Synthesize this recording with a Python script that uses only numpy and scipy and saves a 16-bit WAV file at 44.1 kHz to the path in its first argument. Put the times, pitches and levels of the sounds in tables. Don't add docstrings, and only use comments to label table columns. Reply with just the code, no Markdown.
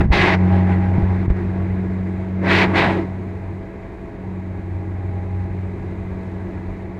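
import sys
import numpy as np
from scipy import signal
from scipy.fft import rfft, irfft, next_fast_len
from scipy.io import wavfile

SR = 44100
rng = np.random.default_rng(int(sys.argv[2]) if len(sys.argv) > 2 else 0)


def materialize(psi):
    bounded = np.clip(np.atleast_2d(psi).T, -1, 1)
    quanta = np.round(bounded * 32767).astype(np.int16)
    wavfile.write(sys.argv[1], SR, quanta)


N = 308259
FFT_SIZE = next_fast_len(N)
BIN_HZ = np.maximum(np.arange(FFT_SIZE // 2 + 1) * SR / FFT_SIZE, 1)


def from_db(db):
    return 10 ** (np.asarray(db) / 20)


def rms_one(x):
    return x / np.sqrt(np.mean(x ** 2) + 1e-20)


def automation(rows):
    times, *lanes = np.transpose(rows)
    return [np.interp(np.arange(N) / SR, times, lane) for lane in lanes]


def drift(rate_hz):
    hop = 40
    pole = np.exp(-2 * np.pi * hop * rate_hz / SR)
    slow = signal.lfilter([1], [1, -2 * pole, pole * pole], rng.standard_normal(N // hop + 2002))[2000:]
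    return np.interp(np.arange(N) / hop, np.arange(len(slow)), rms_one(slow))


def equalise(x, curve, peaks=()):
    curve_hz, curve_db = np.transpose(curve)
    db = np.interp(np.log(BIN_HZ), np.log(curve_hz), curve_db)
    for hz, width_hz, boost_db in peaks:
        db = db + boost_db / (1 + (2 * (BIN_HZ - hz) / width_hz) ** 2)
    return rms_one(irfft(rfft(x, FFT_SIZE) * from_db(db), FFT_SIZE)[:N])


def tone(cycles, db, rough_db):
    return np.sqrt(2) * from_db(db + rough_db * drift(14)) * np.cos(2 * np.pi * cycles)


# t/s, firing rate/Hz
FIRING_RATE = [(0, 91.7), (.4, 91.8), (.8, 92.4), (1.2, 92.8), (2.4, 93.6), (3.2, 93.7), (4, 94.1),
               (4.4, 92.9), (4.8, 92.4), (5.2, 92.4), (6, 93.2), (7, 93.6)]
# t/s, firing tone level/dB, octave level/dB
EXHAUST_LEVELS = [(0, -56, -24), (.23, -26.5, -23.5), (.45, -14.5, -16), (.95, -18, -22), (1.4, -22.5, -25),
                  (1.9, -25.5, -24), (2.25, -26.5, -28.5), (2.5, -24.5, -19.5), (2.95, -25.5, -26),
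                  (3.1, -28.5, -30), (3.55, -30, -37), (3.68, -45, -38.5), (4.12, -42.5, -44),
                  (4.3, -33, -30.5), (4.75, -25.5, -37), (5.3, -23.5, -33.5), (5.65, -29, -33),
                  (6.99, -36, -33.5)]


def exhaust_beat():
    firing_hz, = automation(FIRING_RATE)
    firings = np.cumsum(firing_hz) / SR
    firing_db, octave_db = automation(EXHAUST_LEVELS)
    beat = tone(firings, firing_db, rough_db=1.64) + tone(2 * firings, octave_db, rough_db=0.66)
    return beat, firing_hz, firings


# multiple of the firing rate, level against the noise before EQ/dB
CRANK_ORDERS = [(1.5, -38.5), (3, -29.5), (3.5, -25), (4, -28.5), (5, -37), (6, -30), (7, -25.5), (10, -28),
                (12, -27)]
# f/Hz, width/Hz, boost/dB
CASING_RESONANCES = [(347, 25.7, 8.5), (385, 20, -2.5), (458, 90, 0), (669.4, 27, 5), (1005, 42, 2),
                     (1170, 30, -2), (1390, 170, -1.5), (1673, 43, 4.5), (1780, 120, -2.5),
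                     (1990, 130, 1.5), (2660, 220, 3), (2670, 280, -4), (3770, 200, 1.5), (4060, 120, 2)]
# f/Hz, relative level/dB
MUFFLED_EQ = [(120, -14), (220, -12), (400, -11), (480, -18), (800, -20), (1350, -30.5), (2060, -26),
              (2500, -31), (2750, -40), (3350, -46), (3900, -44), (4400, -50), (5400, -57), (6600, -53),
              (8000, -58), (10500, -63), (15700, -67)]
# t/s, level/dB
MUFFLED_LEVEL = [(0, -39), (2.3, -40), (3.2, -38), (4.3, -40.5), (5.4, -38.5), (6.6, -37), (7, -39.5)]
# f/Hz, relative level/dB
ROAR_EQ = [(60, -43), (100, -12.5), (190, -7.5), (250, -14.5), (335, -11.5), (530, -17), (900, -12.5),
           (1200, -16.5), (2050, -9), (2550, -14.5), (3000, -20), (4100, -23), (6300, -42), (10000, -55.5),
           (15700, -66.5)]


def machine_roar(firings, damping_db):
    throb = 1 + 0.045 * np.cos(np.pi * firings) + 0.072 * np.cos(2 * np.pi * firings)
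    source = throb * rng.standard_normal(N)
    source += sum(tone(order * firings + rng.random(), db, rough_db=2.5) for order, db in CRANK_ORDERS)
    muffled_db = automation(MUFFLED_LEVEL)[0] + 0.29 * drift(8.2)
    through_case = from_db(muffled_db) * equalise(source, MUFFLED_EQ, CASING_RESONANCES)
    at_port = from_db(-15) * equalise(source, ROAR_EQ, CASING_RESONANCES)
    return through_case + hand_on_port(at_port, damping_db)


# harmonic, level via case/dB, level at open port/dB, gain under load/dB, roughness/dB
PUMP_PARTIALS = [(1, -48, -32.5, -1, 2.0), (2, -62.5, -37, 10, 3.5)]


def pump_whine(firing_hz, damping_db):
    free_firing_hz, free_pump_hz, slowest_pump_hz, sag_ratio = 93.6, 415, 403.5, 7.5
    load_onset_hz, load_span_hz = 93.1, .6
    piston_hz = np.maximum(free_pump_hz + sag_ratio * (firing_hz - free_firing_hz), slowest_pump_hz)
    strokes = np.cumsum(piston_hz) / SR
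    load = np.clip((load_onset_hz - firing_hz) / load_span_hz, 0, 1)
    whine = 0
    for harmonic, case_db, open_db, load_db, rough_db in PUMP_PARTIALS:
        port_db = open_db - damping_at(damping_db, harmonic * free_pump_hz)
        whine += tone(harmonic * strokes, load_db * load, rough_db) * (from_db(case_db) + from_db(port_db))
    return whine


# t/s, level/dB
RUMBLE_LEVEL = [(0, -13.5), (.5, -36.5), (1.2, -29), (1.9, -34.5), (3.2, -35), (3.9, -37), (5.3, -31.5),
                (6.5, -34.5), (7, -36)]
# f/Hz, relative level/dB
RUMBLE_EQ = [(10, -30), (25, -11), (45, -1), (65, 0), (110, -3), (150, -7), (250, -16), (400, -40),
             (1200, -120)]


def grip_rumble():
    level_db = automation(RUMBLE_LEVEL)[0] + .8 * drift(6)
    return from_db(level_db) * equalise(rng.standard_normal(N), RUMBLE_EQ)


# t/s, cover (nominal treble cut)/dB
RESTING_GRIP = [(0, 32), (.4, 31.5), (1.25, 34.5), (1.75, 39.5), (2.36, 41), (2.68, 25), (2.76, 28.5),
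                (3.12, 44), (3.25, 46)]
# t/s, attack/s, hold/s, release/s, cover at start of hold/dB, cover at end of hold/dB
GRIP_SLIPS = [(.002, 0.0087, 0.0031, 0.013, 15.5, 17), (.11, .022, 0.21, 0.029, 0, 7.4),
              (.2, .018, .008, .03, -3, .6), (.43, .12, .02, .08, 25, 26.3),
              (.665, 0.059, 0.011, 0.027, 26, 27), (1.3, 0.0035, 0.0036, 0.012, 26, 28),
              (2.413, .15, .075, 0.035, -2, 3.7), (2.732, 0.052, .17, .11, 2, 22.3)]
# f/Hz, cut at firm cover/dB, exponent of growth with cover, cupped-hand lift/dB
HAND_FILTER = [(300, 25.5, 3, 0), (730, 30, 1.95, 2), (1760, 39, 1.51, -0.3), (3770, 54.5, 1.06, 0.5),
               (7960, 32.5, 0.91, 0.1)]


def port_damping():
    firm_db, ajar_db = 48, 11.5
    t = np.arange(N) / SR
    grip_db, = automation(RESTING_GRIP)
    cover_db = grip_db
    for start, attack, hold, release, first_db, last_db in GRIP_SLIPS:
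        opening = np.sin(np.pi / 2 * np.clip((t - start) / attack, 0, 1))
        closing = np.clip((start + attack + hold + release - t) / release, 0, 1)
        slipped_db = np.interp(t, [start + attack, start + attack + hold], [first_db, last_db])
        cover_db = np.minimum(cover_db, grip_db + opening * closing * (slipped_db - grip_db))
    cover_db = np.maximum(cover_db, 0)
    cupping = cover_db / ajar_db * np.exp(1 - cover_db / ajar_db)
    return np.array([cut_db * (cover_db / firm_db) ** exponent - lift_db * cupping
                     for _, cut_db, exponent, lift_db in HAND_FILTER])


def damping_at(damping_db, hz):
    log_pitches = np.log(np.array(HAND_FILTER)[:, 0])
    weights = [np.interp(np.log(hz), log_pitches, row) for row in np.eye(len(HAND_FILTER))]
    return weights @ damping_db


def hand_on_port(x, damping_db):
    spectrum, shared_flicker = rfft(x, FFT_SIZE), drift(14)
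    octaves = np.arange(7, 14.1, .5)
    passed = 0
    for octave in octaves:
        band_shape = np.interp(np.log2(BIN_HZ), octaves, octaves == octave)
        band = irfft(spectrum * band_shape, FFT_SIZE)[:N]
        flicker_db = 0.79 * shared_flicker + 1.3 * drift(7.2)
        passed += band * from_db(flicker_db - damping_at(damping_db, 2 ** octave))
    return passed


# t/s, thump level/dB, f/Hz, 60 dB decay/s, click level/dB
FINGER_BUMPS = [(.007, 0, 112, 0.028, -46), (0.057, -6.5, 75, 0.046, -60), (0.089, -9, 60, 0.068, -60),
                (0.104, 0.5, 47.6, .09, -50), (0.982, 1.5, 106, 0.028, -45),
                (1.026, -5.5, 61.9, 0.084, -63), (1.103, -15.5, 70.45, 0.12, -69),
                (1.28, -1.5, 80, 0.029, -60), (1.303, 0, 52, 0.082, -26.5), (6.683, -22, 45, 0.3, -60)]


def finger_bumps():
    length = 8000
    track, t = np.zeros(N + length), np.arange(length) / SR
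    for start, thump_db, hz, t60, click_db in FINGER_BUMPS:
        cycles = hz * t + 0.2 * (1 - np.exp(-t / 0.0027))
        attack = 1 - np.exp(-t / 0.00069)
        thump = from_db(thump_db - 60 * t / t60) * attack * np.sin(2 * np.pi * cycles)
        dull_noise = rms_one(signal.lfilter([1], [1, -1.76, .7744], rng.standard_normal(length)))
        click = from_db(click_db - 60 * t / 0.013) * dull_noise
        onset = round(start * SR)
        track[onset:onset + length] += thump + click
    return track[:N]


# t/s, length/s, depth/dB
HAND_SQUEEZES = [(0.048, 0.078, 13.5), (1.259, 0.042, 9), (1.308, .06, 4.5)]


def hand_squeeze():
    t = np.arange(N) / SR
    duck_db = sum(depth_db * np.sin(np.pi * np.clip((t - start) / length, 0, 1))
                  for start, length, depth_db in HAND_SQUEEZES)
    return from_db(-duck_db)


def scene():
    damping_db = port_damping()
    beat, firing_hz, firings = exhaust_beat()
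    harvester = beat + pump_whine(firing_hz, damping_db) + machine_roar(firings, damping_db)
    return (hand_squeeze() * harvester + grip_rumble() + finger_bumps())[None]


def record(dry):
    ceiling, cutoff_hz = .72, 15700
    clipped = dry / (1 + np.abs(dry / ceiling) ** 6) ** (1 / 6)
    return signal.sosfilt(signal.ellip(12, .5, 70, cutoff_hz, fs=SR, output="sos"), clipped)


dry = scene()
out = record(dry)
materialize(out)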